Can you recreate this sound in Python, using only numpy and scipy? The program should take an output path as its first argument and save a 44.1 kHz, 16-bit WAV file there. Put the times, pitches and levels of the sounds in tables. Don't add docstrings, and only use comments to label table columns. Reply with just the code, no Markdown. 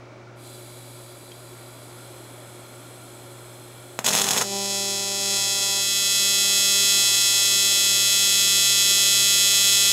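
import sys
import numpy as np
from scipy import signal
from scipy.fft import rfft, irfft, next_fast_len
from scipy.io import wavfile
from scipy.ndimage import uniform_filter1d, map_coordinates

SR = 44100
rng = np.random.default_rng(int(sys.argv[2]) if len(sys.argv) > 2 else 0)


def amplitude_ratio(level_db):
    exponent = np.asarray(level_db, float) / 20
    return 10 ** exponent


def wav_record(signal):
    frames = np.transpose(np.atleast_2d(signal))
    bounded = np.clip(frames, -1, 1)
    quanta = np.round(bounded * 32767).astype(np.int16)
    wavfile.write(sys.argv[1], SR, quanta)


N = 437472
T = np.arange(N) / SR

AC_HZ = 198.007
STRIKE_S, SETTLE_S = 4.043, 4.432
# time_s, first_snap_db, second_snap_db
ARC_LEVELS = [(4.435, -31.5, -55), (4.55, -28.5, -49), (4.75, -26, -34), (5.1, -27, -37), (5.33, -23, -31),
              (5.37, -23, -28.5), (5.75, -24.5, -26), (5.95, -25.5, -22.5), (6.2, -23, -21.5),
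              (6.95, -21.5, -19.5), (7.25, -22, -20.5), (8.15, -23.5, -19.3), (8.75, -23, -18.5),
              (9.92, -23.5, -17.5)]


def unit(x):
    return x / np.sqrt(np.mean(x ** 2) + 1e-20)


def along(points, hz):
    f, v = np.transpose(points)
    return np.interp(np.log(hz + 1), np.log(f + 1), v)


def curves(rows, t=T):
    s, *cols = np.transpose(rows)
    return [np.interp(t, s, c) for c in cols]


def gate(start, end, rise, t=T):
    return np.clip(np.minimum(t - start, end - t) / rise + .5, 0, 1)


def wobble(rate):
    coarse = T[::32]
    knots = rng.standard_normal(int(N * rate / SR) + 4)
    return np.interp(T, coarse, map_coordinates(knots, [coarse * rate]))


def filtered(x, response):
    m = 2 * next_fast_len(N // 2 + SR // 4)
    spectrum = rfft(x, m) * response(np.fft.rfftfreq(m, 1 / SR))
    return irfft(spectrum, m)[:N]


def causal(points):
    def response(hz):
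        c = irfft(np.log(amplitude_ratio(along(points, hz))))
        c[1:len(c) // 2] *= 2
        c[len(c) // 2 + 1:] = 0
        return np.exp(rfft(c))
    return response


def peaks(modes, hz, base_db):
    power = sum(amplitude_ratio(2 * db) / (1 + (2 * (hz - c) / w) ** 2) for c, w, db in modes)
    return np.sqrt(amplitude_ratio(2 * base_db) + power)


def hiss(response):
    return unit(filtered(rng.standard_normal(N), response))


def pulses(times, sizes):
    at = times[:, None] * SR
    index = np.floor(at).astype(int) + np.arange(-7, 9)
    taps = np.sinc(index - at) * np.cos(np.pi * (index - at) / 16) ** 2
    return np.bincount(index.ravel(), (taps * sizes[:, None]).ravel(), N + SR)[:N]


def arc():
    # pitch_hz, level_db
    thinner = [(1100, 3), (1500, 2), (2500, 0.5), (3400, -4), (4800, 6.5), (7000, 1), (9000, 4.5),
               (14000, -5.5)]
    # pitch_hz, level_db
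    stray_colour = [(1000, 0), (3400, -1.5), (5500, -2.5), (7500, 0.5), (12000, -1), (15700, 4)]
    early, late = reversals()
    s, snap_db, thud_db = strays()
    stray = pulses(s, amplitude_ratio(snap_db - 16.5))
    steady_db_gain = burning()
    beat = filtered(early, lambda hz: amplitude_ratio(along(thinner, hz))) + late
    cold = filtered(stray, lambda hz: amplitude_ratio(along(stray_colour, hz)) * np.exp(-1.1j))
    thuds = filtered(pulses(s - .0004, amplitude_ratio(thud_db + 21.5)), body)
    noise = fizz(early + late + stray, pulses(s, amplitude_ratio(snap_db)), steady_db_gain) + roar(steady_db_gain)
    return snaps(beat), snaps(cold) + thuds + noise


def reversals():
    # start_s, length_s
    flutters = [
        (5.624, .014),
        (7.215, .014),
    ]
    first_share, gap_share = .0673, .2962
    sputter_db, calm_db, ragged_db = -32.5, 0.68, 5.5
    slip_s, flutter_share = 1e-5, .4
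    first = (np.arange(round(STRIKE_S * AC_HZ), int(N / SR * AC_HZ)) + first_share) / AC_HZ
    first_db, second_db = curves(ARC_LEVELS, first)
    sputter = first < SETTLE_S
    first_db = np.where(sputter, sputter_db, first_db)
    flutter = sum(gate(s, s + length, .004, first) for s, length in flutters)
    ragged = sputter + flutter_share * flutter
    first = first + slip_s * flutter * rng.choice([-2, 2], len(first))
    scatter = calm_db + (ragged_db - calm_db) * ragged
    chance = scatter[:, None] * rng.standard_normal((len(first), 4))
    early = pulses(first + 3e-6 * chance[:, 0], amplitude_ratio(first_db - 3.0 + chance[:, 1]))
    second = first + gap_share / AC_HZ
    late = pulses(second + 3e-6 * chance[:, 2], amplitude_ratio(second_db - 2.5 + chance[:, 3]))
    return early, late


def strays():
    # time_s, snap_db, thud_db
    strong = [(3.9904, -11, -15), (4.0623, -3, -31), (4.0658, -1, -19), (4.0783, -3, -19),
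              (4.0455, -11, -24), (4.086, -4, -23), (4.1067, -13, -20), (4.1314, -5, -25),
              (4.1365, -6, -25), (4.1438, -9, -18), (4.1516, -1.5, -16), (4.1618, -6, -28),
              (4.1694, -11, -20), (4.1769, -6, -23), (4.187, -4, -23), (4.1971, -7, -27),
              (4.2072, -10, -22), (4.2138, -7, -27), (4.2173, -1.5, -22), (4.2425, -5, -23),
              (4.2679, -8, -25), (4.288, -3, -26), (4.3082, -1, -22), (4.3335, -7, -26), (4.3684, -10, -18),
              (4.3754, -7, -23), (4.3789, -5, -23), (4.3834, -8, -23), (4.4126, -9, -15),
              (4.4213, -12, -18)]
    chance = rng.random((40, 3))
    usual = [STRIKE_S, -17, -27]
    small = usual + chance * [SETTLE_S - STRIKE_S, 0, 0] + (chance - .5) * [0, -1, -2]
    return np.vstack([strong, small]).T


def snaps(strikes):
    # pitch_hz, level_db
    snap_colour = [(700, -31), (1300, -23.9), (2000, -8.5), (2700, -11), (3400, 2.5), (4300, -13),
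                   (5200, -10.5), (6500, -1.35), (8000, -9), (9300, -19), (10800, -15), (12300, -15),
                   (14000, -19), (15700, -41)]
    colour = causal(snap_colour)
    harmonics = colour(np.arange(1, 80) * AC_HZ)
    one_cycle = np.sqrt(np.mean(abs(harmonics) ** 2) * AC_HZ / SR)

    def response(hz):
        no_lows = hz ** 6 / (hz ** 6 + 1000 ** 6)
        return colour(hz) * nearby(hz) * no_lows
    return filtered(-strikes, response) / one_cycle


def nearby(hz):
    # delay_ms, gain (minus flips the wave)
    reflections = [(0, 0.97), (0.487, -0.25), (0.747, 0.38), (1.304, 0.9), (1.314, -1.19), (1.472, 0.3),
                   (1.68, 0.24), (1.79, -0.21), (2.176, 0.17), (2.275, 0.26), (2.386, 0.19),
                   (2.591, -0.091), (2.709, -0.053), (2.847, -0.37), (3.007, -0.16), (3.337, 0.067),
                   (3.45, 0.19), (3.954, -0.45), (4.71, -0.32), (4.918, -0.18)]
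    return sum(gain * np.exp(-2j * np.pi * hz * ms / 1000) for ms, gain in reflections)


def burning():
    return amplitude_ratio(-12.5) * np.hypot(*amplitude_ratio(curves(ARC_LEVELS))) * gate(SETTLE_S, 99, .006)


def fizz(clicks, stray_clicks, steady_level):
    # pitch_hz, level_db per Hz
    fizz_colour = [(100, -20), (300, -12), (1000, -21), (1700, -14.5), (2600, -10.5), (3400, -3.5),
                   (4500, -4), (5400, -1), (6700, 1), (8000, -1), (9000, -6), (11000, -6), (13000, -13),
                   (15700, -15)]
    sputter_db, flare_db, glow_s = -31.5, -0.5, 0.018
    flare = signal.lfilter([1], [1, -np.exp(-1 / (.001 * SR))], abs(clicks))
    average = uniform_filter1d(flare, size=900) + 1e-9
    glow = signal.lfilter([1], [1, -np.exp(-1 / (glow_s * SR))], abs(stray_clicks))
    sputter = gate(STRIKE_S, SETTLE_S, 0.0067)
    level = steady_level + sputter * amplitude_ratio(sputter_db) * (1 + amplitude_ratio(flare_db) * glow / 2)
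    pulsing = 0.82 + 0.1 * flare / average
    noise = hiss(lambda hz: amplitude_ratio(along(fizz_colour, hz)) * (3.1 + nearby(hz)))
    return level * amplitude_ratio(0.84 * wobble(7)) * pulsing * noise


def roar(steady_level):
    sputter_db, under_fizz_db = -34, -22
    level = gate(STRIKE_S + 0.0084, SETTLE_S, .016) * amplitude_ratio(sputter_db) + amplitude_ratio(under_fizz_db) * steady_level
    return level * amplitude_ratio(2.0 * wobble(60)) * hiss(body)


def body(hz):
    # pitch_hz, width_hz, level_db
    thud_modes = [(213, 125, 7), (524, 510, 2.5), (900, 1100, 4.5), (2000, 840, -9)]
    modes = sum(amplitude_ratio(db) * 1j * hz * w / (c * c - hz * hz + 1j * hz * w) for c, w, db in thud_modes)
    soft = 1 / (1 + 1j * hz / 2500) ** 2
    notch = (325 ** 2 - hz ** 2 + 10j * hz) / (325 ** 2 - hz ** 2 + 140j * hz)
    no_rumble = (1j * hz / (80 + 1j * hz)) ** 2
    return modes * soft * notch * no_rumble


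def swell():
    # start_s, breathing_db, tilt_db per multiple
    stages = [
        (4.05, -50, -1),
        (4.435, -46.5, -1),
        (4.52, -44.5, 0.5),
        (5.36, -44, 2.5),
        (5.81, -54.5, -0.5),
        (6.2, -52.5, -1),
        (7.03, -50.5, 2.5),
        (7.45, -53.5, -.5),
        (8.25, -55, -1),
    ]
    # multiple of AC_HZ, level_db
    breath = [(1, 1.5), (2, 4), (3, 2.5), (4, 0.5), (5, -4.5)]
    settling_db, settling_s, move_s = 6, .2, .03
    s, stage_db, stage_tilt = np.transpose(stages)
    stage = np.clip(np.searchsorted(s, T) - 1, 0, None)
    fresh_db = settling_db * np.exp(-abs(T - s[2]) / settling_s) * (T > s[2])
    move = round(move_s * SR)
    level_db = uniform_filter1d(stage_db[stage] + fresh_db, size=move)
    tilt_db = uniform_filter1d(stage_tilt[stage], size=move)
    total = 0
    for k, db in breath:
        tone_db = level_db + (k - 4.5) * tilt_db + db + 3.5 + .9 * wobble(9)
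        total = total + amplitude_ratio(tone_db) * np.sin(2 * np.pi * (k * AC_HZ * T + rng.random()))
    return gate(STRIKE_S + 0.033, 99, .02) * total


def gas():
    # pitch_hz, level_db per Hz
    jet_colour = [(1200, -15), (2500, -0.5), (3500, 1), (6000, -2.5), (10000, 1), (14000, 0), (15700, -12)]
    # pitch_hz, width_hz, level_db
    cup_before = [(3400, 160, -3), (4030, 200, -0.5), (4740, 160, -2), (5440, 89, -12), (6250, 190, -10),
                  (6940, 220, -3.5), (7550, 110, -5), (7910, 200, -2), (8370, 140, -1.5), (9010, 120, -14),
                  (9300, 170, -7), (9770, 36, -8), (10100, 270, -6.5), (10760, 150, 0.5), (11500, 91, -6),
                  (12000, 230, -10), (12400, 68, -11), (13200, 140, -11), (13600, 46, -15),
                  (13900, 83, -12)]
    # pitch_hz, width_hz, level_db
    cup_after = [(3370, 230, -2), (4120, 130, -1.5), (5140, 74, -5), (6330, 100, -6), (7060, 350, -6.5),
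                 (7750, 130, 0.5), (8240, 100, 1.5), (8740, 150, -8), (9500, 49, -6), (9700, 53, -8),
                 (10140, 130, -3.5), (11100, 120, -2), (11080, 110, -4), (12500, 170, -12),
                 (13200, 100, -9), (14000, 100, -12)]
    flow_db, surge_db, surge_s, heat_db_per_s = -53, 3, 0.36, 3
    opening = np.clip((T - .35) / 0.12, 0, 1)
    turned = np.clip((T - 1.6) / 0.66, 0, 1)
    before = hiss(lambda hz: amplitude_ratio(along(jet_colour, hz)) * peaks(cup_before, hz, base_db=-15.5))
    after = hiss(lambda hz: amplitude_ratio(along(jet_colour, hz)) * peaks(cup_after, hz, base_db=-15.5))
    jet = np.sqrt(1 - turned) * before + np.sqrt(turned) * after
    surge = surge_db * np.exp(-abs(T - .45) / surge_s)
    heating = heat_db_per_s * np.clip(T - STRIKE_S, 0, None)
    return opening * amplitude_ratio(flow_db + surge + heating + 3.5 + 0.31 * wobble(5.07)) * jet


def machine():
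    # pitch_hz, level_db
    hum = [(120, 0), (360, -6), (420, -22), (480, -26)]
    # multiple of the turning speed, level_db
    pump = [(1, -27), (3, -24), (5, -20), (10, -11), (11, -14), (12, -23), (39, -28), (40, -22), (41, -19),
            (42, -20), (43, -27)]
    # pitch_hz, level_db per Hz
    fan_colour = [(20, -22), (50, -16.5), (100, -8.5), (180, -10.5), (270, -2.5), (450, -8), (800, -7.5),
                  (1400, -12), (1600, -15), (2400, -17), (3000, -22.5), (6000, -25.5), (9000, -38),
                  (15700, -51)]
    # pitch_hz, width_hz, level_db
    housing = [(363, 27, 0.5), (588, 90, -2), (1382, 71, -0.5), (2280, 120, -37)]
    pump_hz, hum_db, fan_db = 55.45, -48.5, -47
    load_db = gate(SETTLE_S, 99, .05) * (-1.5 + 0.4 * (T - SETTLE_S))

    def tone(hz, db):
        level = amplitude_ratio(db + 3.5 + 0.22 * wobble(5) * hz ** .3)
        return level * np.sin(2 * np.pi * hz * T + .2 * wobble(3.7))
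    lines = sum(tone(hz, db) for hz, db in hum) + sum(tone(k * pump_hz, db) for k, db in pump)
    rush = hiss(lambda hz: amplitude_ratio(along(fan_colour, hz)) * peaks(housing, hz, base_db=-6.5))
    return amplitude_ratio(hum_db + load_db) * lines + amplitude_ratio(fan_db + 0.94 * wobble(1.3)) * rush


def tick():
    # pitch_hz, level_db, time_s to fall by 60 dB
    rod = [(3220, -1.5, 0.055), (4700, -10, .03), (6300, -10, .02), (2600, -8, .02)]
    t = np.clip(T - 1.318, 0, None)
    return sum(amplitude_ratio(-37 + db - 60 * t / t60) * np.sin(2 * np.pi * hz * t) for hz, db, t60 in rod)


def rustles():
    # time_s, level_db, pitch_hz, width_hz, length_s
    bursts = [
        (1.6, -61, 1950, 500, .08),
        (1.58, -57, 9000, 7000, .01),
        (1.32, -55, 5000, 5000, .004),
    ]
    total = 0
    for s, db, hz, width, length in bursts:
        puff = np.exp(-((T - s) / length) ** 2)
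        total = total + amplitude_ratio(db) * puff * hiss(lambda f: peaks([(hz, width, 0)], f, base_db=-33))
    return total


def shop(x):
    # pitch_hz, time_s to fall by 60 dB
    room = [(200, 0.17), (2000, 0.17), (10000, 0.15)]
    hz, t, z = signal.stft(rng.standard_normal(SR // 2), SR, nperseg=256)
    fading = z * amplitude_ratio(-60 * t / along(room, hz)[:, None])
    tail = signal.istft(fading, SR, nperseg=256)[1]
    return signal.fftconvolve(np.pad(x, (160, 0)), tail / np.linalg.norm(tail))[:N]


def scene():
    buzz, rough = arc()
    duck = amplitude_ratio(-3.5 * gate(STRIKE_S, SETTLE_S, .05))
    background = duck * (gas() + machine()) + rustles() + tick()
    return (buzz + rough + amplitude_ratio(-9) * shop(rough) + swell() + background)[None]


def low_pass(x):
    return signal.sosfilt(signal.butter(12, 17010, fs=SR, output="sos"), x)


def record(dry):
    held = dry[0] / (1 + abs(dry[0]) ** 6) ** (1 / 6)
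    mix = filtered(held, lambda hz: hz < 15740)[None]
    return low_pass(mix)


dry = scene()
out = record(dry)
wav_record(out)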